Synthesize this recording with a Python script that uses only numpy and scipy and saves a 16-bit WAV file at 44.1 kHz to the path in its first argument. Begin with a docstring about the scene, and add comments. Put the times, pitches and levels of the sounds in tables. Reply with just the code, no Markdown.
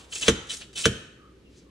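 """A wet swish and chatter comes first: the steel rod of a plunger mixer slides through its plastic lid.
The mixer is pumped twice, close by, in a jug of batter on a kitchen counter. Each downstroke ends with
the handle clacking on the lid and the jug thudding on the counter. Faint thin tones and the rustle of
a sleeve follow. The kitchen rings briefly over a low hum."""
import sys
import numpy as np
from scipy import signal
from scipy.fft import rfft, irfft, next_fast_len
from scipy.io import wavfile
from scipy.ndimage import map_coordinates

SR = 44100
rng = np.random.default_rng(int(sys.argv[2]) if len(sys.argv) > 2 else 0)


def generate_wav(sig):
    """Save sig (samples, or channels by samples) to the path in sys.argv[1] as 16-bit PCM at SR."""
    pcm = np.round(np.clip(np.atleast_2d(sig).T, -1, 1) * 32767).astype(np.int16)
    wavfile.write(sys.argv[1], SR, pcm)


N = 74970  # 1.7 seconds

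# The rod's strokes, one list each for down, up, down
# (time [s], relative hiss level [dB], relative chatter level [dB])
ROD_STROKES = [
    [(0.0, -48.5, -48), (0.09, -69, -63), (0.116, -41, -55.5), (0.13, -40.5, -29.5), (0.152, -36, -52),
     (0.162, -37, -30.5), (0.196, -35, -53.5), (0.206, -38, -47), (0.228, -34.5, -28.5),
     (0.242, -37.5, -34.5), (0.27, -36, -31.5), (0.281, -28.5, -20.5)],
    [(0.47, -48.5, -49.5), (0.484, -60.5, -53.5), (0.498, -31, -44), (0.508, -35.5, -33.5),
     (0.548, -37, -43.5), (0.562, -42.5, -50.5), (0.598, -46, -59), (0.62, -53, -33.5), (0.654, -62.5, -64),
     (0.68, -80.5, -67.5)],
    [(0.73, -54.5, -53.5), (0.752, -54, -56), (0.76, -35, -39), (0.794, -31.5, -30.5), (0.83, -37, -46.5),
     (0.84, -35, -33.5), (0.855, -28, -23)],
]
# The tone of the bright hiss and of the lower chatter (frequency [Hz], relative level [dB])
HISS_TONE = [(500, -23.5), (1500, -20.5), (3000, -11), (4800, -6.5), (7600, -3), (9500, -7), (11000, -18),
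             (12500, -17)]
CHATTER_TONE = [(400, -8.5), (1200, -13), (1700, -8), (2200, -9.5), (2700, 1), (3700, -1), (4600, -7),
                (7000, -27.5)]
def rod():
    """The wet rod slides through the lid, hissing and chattering unevenly."""
    hiss_gain_db, chatter_gain_db, bubbles_db, judder_db = -3, -4.5, -8, 2.5
    out = np.zeros(N)
    for stroke in ROD_STROKES:
        times, hiss_db, chatter_db = np.transpose(stroke)
        loudness = lambda db: amp(np.interp(clock(), times, db, left=-120, right=-120))
        wet_hiss = friction(HISS_TONE) + amp(bubbles_db) * bubbles()
        hiss = amp(hiss_gain_db) * loudness(hiss_db) * wet_hiss
        chatter = amp(chatter_gain_db) * loudness(chatter_db) * friction(CHATTER_TONE)
        out += (hiss + chatter) * amp(judder_db * wobble(per_s=129.7))
    return out


def friction(tone):
    """Rubbing is thousands of tiny slips a second, and each one also rings the rod and lid."""
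    slips_per_s, spread_db, ring_db = 3500, 2, -19.5
    slips = (rng.random(N) < slips_per_s / SR) * rng.choice([-1, 1], N)
    slips = slips * amp(spread_db * rng.standard_normal(N))
    ringing = signal.fftconvolve(slips, lid_ring(clock()[:SR // 4]))[:N]
    return coloured(unit(slips) + amp(ring_db) * unit(ringing), tone)


def bubbles():
    """Tiny bubbles of batter burst in the seal, each a brief high ping."""
    pops_per_s, centre_hz, spread_octaves, fade_s = 260, 7025, 0.3, 0.007
    count = int(pops_per_s * N / SR)
    starts = rng.integers(N, size=(count, 1))
    t = np.arange(int(fade_s * SR)) / SR
    hz = centre_hz * 2 ** (spread_octaves * rng.standard_normal((count, 1)))
    pings = rng.random((count, 1)) * fade(t, fade_s) * np.sin(2 * np.pi * hz * t)
    positions = starts + np.arange(len(t))
    return unit(np.bincount(positions.ravel(), pings.ravel(), N)[:N])  # add each ping in its place


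# The notes that the rod and lid ring at (frequency [Hz], relative level [dB])
LID_NOTES = [(1324, -8), (1450, -15.5), (1720, 2.5), (2610, -6.5), (3010, -4.5), (3270, -17), (3470, -11.5),
             (3850, 1), (5600, 1.5), (6100, 4), (6500, 1.5), (7150, -8), (7700, -6.5)]
def lid_ring(t, fade_s=0.045):
    """The plastic lid rings with many notes, all dying equally fast."""
    return ring([(hz, db, fade_s) for hz, db in LID_NOTES], t, build_cycles=6, scatter_db=1.5)


# Moments when the rod sticks in its seal (time [s], length [s], centre frequency [Hz], level [dB])
SEAL_SQUEAKS = [(0.121, 0.013, 2696, -35.5), (0.129, 0.032, 8280, -36), (0.156, .014, 2688, -35),
                (0.214, 0.023, 7780, -34), (0.217, 0.027, 2697, -34.5), (0.489, 0.033, 3450, -33),
                (0.604, 0.023, 3150, -48), (0.753, 0.037, 3130, -35.5), (0.809, 0.012, 4370, -36.5),
                (0.835, 0.033, 2990, -24.5)]
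def squeaks():
    """Where the rod sticks and slips, it rasps on several neighbouring lid notes at once."""
    half_width_hz, rough_db = 51, 0.5
    out = np.zeros(N)
    lid_peaks = lambda f: sum(amp(db) / (1 + ((f - hz) / half_width_hz) ** 2) for hz, db in LID_NOTES)
    for start, length, centre_hz, db in SEAL_SQUEAKS:
        tone = lambda hz: lid_peaks(hz) * band(hz, centre_hz, octaves=0.19)
        rasp = unit(filtered(rng.standard_normal(N), tone))
        out += amp(db - rough_db * wobble(per_s=300)) * swell(start, length) * rasp
    return out


# The plunger's hits and bounces (time [s], relative level [dB], added brightness [dB per octave])
LID_HITS = [(0.2817, -7.5, -1.9), (0.2859, -13.5, 0.5), (0.2926, -18, 2.5), (0.615, -41.5, 0),
            (0.8556, -9.5, 0.8), (0.8603, -14, -1)]
# The tone of a clack (frequency [Hz], relative level [dB])
CLACK_TONE = [(60, -24.5), (300, -8.5), (500, -9.5), (800, -16), (1050, -9), (1350, 2.5), (1650, 1),
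              (2200, -8.5), (3000, 3), (4000, -7), (4700, -11), (6300, -4.5), (8500, -11.5), (11000, -20.5),
              (12500, -29.5)]
def clacks():
    """The plunger hits the lid at either end of its travel: a click, a short rattle and a ring."""
    click_db, ring_db = 7, -17.5
    out, t = np.zeros(N), clock()[:SR // 2]
    for start, db, brightness in LID_HITS:
        tone = [(hz, level + brightness * np.log2(hz)) for hz, level in CLACK_TONE]
        rattle = fade(t, fade_s=0.022) * coloured(rng.standard_normal(N), tone)[:len(t)]
        clack = amp(click_db) * click(tone) + rattle + amp(ring_db) * lid_ring(t)
        out += amp(db) * placed(clack, start)
    return out


# The jug's knocks on the counter (time [s], relative level [dB], build-up [cycles])
COUNTER_HITS = [(0.283, -11.5, 0.83), (0.859, -13.5, 0.75)]
# The full jug's low notes (frequency [Hz], relative level [dB], time to fade by 60 dB [s])
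JUG_NOTES = [(52.55, -13.5, 0.22), (78.1, -4.5, .13), (100.8, -1.5, .1), (125.1, -7.5, 0.19),
             (168.7, -12.5, 0.17), (200.8, 1, 0.097), (240.2, -2.5, 0.076), (338.5, -3.5, 0.08),
             (446.7, 4, .06), (501, -4, .056), (566.6, -9.5, 0.035)]
# The tone of the batter's dull slap (frequency [Hz], relative level [dB])
SLAP_TONE = [(60, -13.5), (150, 3), (480, -1), (750, -32.5), (2000, -50)]
def thuds():
    """Just after the handle lands, the jug thuds on the counter and the batter slaps inside it."""
    low_hz, high_hz, slap_db = 52.3, 670, -17
    out, t = np.zeros(N), clock()[:SR // 2]
    counter = signal.butter(2, [low_hz, high_hz], "bandpass", fs=SR, output="sos")
    for start, db, build_cycles in COUNTER_HITS:
        jug = ring(JUG_NOTES, t, build_cycles, scatter_db=2)
        slap = fade(t, fade_s=0.34) * coloured(rng.standard_normal(N), SLAP_TONE)[:len(t)]
        out += amp(db) * placed(signal.sosfilt(counter, jug + amp(slap_db) * slap), start)
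    return out


# Faint peeps (time [s], length [s], frequency [Hz], level [dB])
THIN_TONES = [(1.17, 0.17, 1224, -56), (1.441, 0.051, 2775, -62), (1.645, 0.082, 1133, -65)]
def peeps():
    """Thin, wavering tones are heard once the pumping stops."""
    out = np.zeros(N)
    for start, length, hz, db in THIN_TONES:
        wavering_hz = hz * (1 + 0.045 * wobble(per_s=260))
        phase = 2 * np.pi * np.cumsum(wavering_hz) / SR
        out += amp(db + wobble(per_s=260)) * swell(start, length) * np.sin(phase)
    return out


# The sleeve's movements (time [s], length [s], centre frequency [Hz], width [octaves], level [dB])
SLEEVE_RUSTLES = [(1.474, 0.19, 3460, 0.89, -65), (1.559, 0.05, 5780, 0.39, -61)]
def sleeve():
    """Cloth rustles softly as the arm draws away."""
    out = np.zeros(N)
    for start, length, centre_hz, octaves, db in SLEEVE_RUSTLES:
        rustle = filtered(rng.standard_normal(N), lambda hz: band(hz, centre_hz, octaves))
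        out += amp(db) * swell(start, length) * unit(rustle)
    return out


# How long the kitchen rings (frequency [Hz], time to fade by 60 dB [s])
KITCHEN_FADE = [(100, 0.49), (400, 0.43), (1100, 0.86), (3500, 0.66), (7000, 0.57), (11000, 0.46)]
def kitchen(sound):
    """Quick, thin echoes come off the cupboards, then the whole room rings on."""
    tail_db, early_db, bass_cut_hz, wall_delay_s = -12.5, -7, 638, 0.004
    hz, t, bands = signal.stft(room_noise(), SR, nperseg=256)
    bands = bands * fade(t, along(KITCHEN_FADE, hz)[:, None])
    tail = signal.istft(bands, SR, nperseg=256)[1][:, :N]
    tail = amp(tail_db) * tail / np.linalg.norm(tail[0])
    early = room_noise() * fade(clock(), fade_s=0.093)
    early = amp(early_db) * early / np.linalg.norm(early[0])
    early = signal.sosfilt(signal.butter(2, bass_cut_hz, "highpass", fs=SR, output="sos"), early)
    echoes = signal.fftconvolve(sound[None], early + tail, axes=1)[:, :N]
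    return filtered(echoes, lambda f: np.exp(-2j * np.pi * f * wall_delay_s))


def lingering_echo():
    """A soft, fading wash of noise: the room still rings from an earlier pump."""
    wash = coloured(room_noise(), tone=[(100, -7.0), (1000, 2.5), (8000, -22.0)])
    return amp(-55) * fade(clock(), fade_s=0.93) * wash


# The tone of the background rumble (frequency [Hz], relative level [dB])
RUMBLE_TONE = [(25, -24), (55, -9), (240, -9), (370, -8.5), (520, -16), (700, -30.5), (3200, -31.5),
               (12000, -47.5)]
def appliances():
    """Kitchen appliances rumble quietly, with a low hum from the mains."""
    rumble_db, hum_db, hum_hz = -54.5, -59.5, 61
    rumble = amp(rumble_db) * coloured(room_noise(), RUMBLE_TONE)
    hum = amp(hum_db + 2.4 * wobble(per_s=25)) * np.sin(2 * np.pi * hum_hz * clock())
    return rumble + hum


# How alike the room sounds on the left and right (frequency [Hz], likeness [0 to 1])
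SIDES_ALIKE = [(60, .995), (250, .95), (580, .65), (1250, .2), (5700, .3), (11000, 0)]
def room_noise():
    """Noise from all around: left and right are alike in the bass and unrelated in the treble."""
    angle = lambda hz: np.arccos(np.clip(along(SIDES_ALIKE, hz), -1, 1)) / 2
    shares = lambda hz: np.array([np.cos(angle(hz)), np.sin(angle(hz))])
    mid, side = filtered(rng.standard_normal((2, N)), shares)
    return np.array([mid + side, mid - side])


# How far the left wave runs ahead of the right (frequency [Hz], lead [radians])
LEFT_LEAD = [(200, 0), (550, -.35), (850, -2), (1650, 0), (2300, -.2), (2840, -2.6), (3100, -1.2),
             (3650, .5), (8500, -.6), (12000, -2.5)]
# How much louder the left is than the right (frequency [Hz], level gap [dB])
LEFT_LOUDER = [(100, -.2), (250, -.8), (500, -2), (1000, 2), (2200, -1), (4000, .6), (9000, -.3)]
def direct_path(sound):
    """Sound that comes straight over reaches each side with a slightly different level and timing."""
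    sides = np.array([[.5], [-.5]])
    balance = lambda hz: amp(sides * along(LEFT_LOUDER, hz))
    timing = lambda hz: np.exp(1j * sides * along(LEFT_LEAD, hz))
    return filtered(sound, lambda hz: balance(hz) * timing(hz))


def ring(notes, t, build_cycles, scatter_db):
    """A struck object's notes build up and fade, each hit a little harder or softer by chance."""
    out = np.zeros(len(t))
    for hz, db, fade_s in notes:
        strength = amp(db + scatter_db * rng.standard_normal())
        build_up = 1 - np.exp(-hz * t / build_cycles)
        out += strength * build_up * fade(t, fade_s) * np.sin(2 * np.pi * hz * t)
    return out


def click(tone):
    """The sharpest click that has this tone, with a peak of 1."""
    cepstrum = irfft(np.log(amp(along(tone, np.fft.rfftfreq(SR, 1 / SR)))))
    one_sided = cepstrum * (1 + np.sign(np.fft.fftfreq(SR)))  # packs the energy at the start
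    pulse = irfft(np.exp(rfft(one_sided)))[:SR // 2]
    return pulse / np.abs(pulse).max()


def amp(db):
    """Turn decibels into a number to multiply by."""
    return 10 ** (np.asarray(db) / 20)


def unit(x):
    """Scale a sound to an average strength (rms) of 1."""
    return x / np.sqrt(np.mean(x ** 2) + 1e-20)


def clock():
    """The time of each sample, in seconds."""
    return np.arange(N) / SR


def fade(t, fade_s):
    """Die away by 60 dB every fade_s seconds."""
    return amp(-60 * t / fade_s)


def swell(start, length):
    """A smooth rise and fall."""
    return np.sin(np.pi * np.clip((clock() - start) / length, 0, 1))


def wobble(per_s):
    """A smooth curve through per_s random values a second."""
    return map_coordinates(rng.standard_normal(int(N * per_s / SR) + 4), [clock() * per_s])


def placed(x, start):
    """Put a sound into the scene at start seconds."""
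    return np.pad(x, (round(start * SR), N))[:N]


def along(points, hz):
    """Read between the rows of a (frequency, value) table, with octaves evenly spaced."""
    frequencies, values = np.transpose(points)
    return np.interp(np.log(hz + 1), np.log(frequencies + 1), values)


def band(hz, centre_hz, octaves):
    """A bell-shaped curve that keeps the frequencies near centre_hz."""
    return np.exp(-.5 * (np.log2((hz + 1) / centre_hz) / octaves) ** 2)


def filtered(x, response):
    """Multiply each frequency in a sound by response(hz)."""
    size = next_fast_len(N + SR // 2)
    return irfft(rfft(x, size) * response(np.fft.rfftfreq(size, 1 / SR)), size)[..., :N]


def coloured(x, tone):
    """Shape a sound with a tone table, at an average strength of 1."""
    return unit(filtered(x, lambda hz: amp(along(tone, hz))))


def scene():
    """The mixer is heard directly and through two sets of room echoes, over the background."""
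    soft_sounds = rod() + squeaks() + peeps() + sleeve()
    mixer = lambda: soft_sounds + clacks() + thuds()  # the hits sound a bit different in each direction
    direct = direct_path(mixer())
    echoes = (kitchen(mixer()) + kitchen(mixer())) / np.sqrt(2)
    return direct + echoes + lingering_echo() + appliances()


def record(dry):
    """A steep cut removes the very highest treble."""
    top_hz = 12700
    return filtered(dry, lambda hz: 1 / (1 + (hz / top_hz) ** 80))


dry = scene()
out = record(dry)
generate_wav(out)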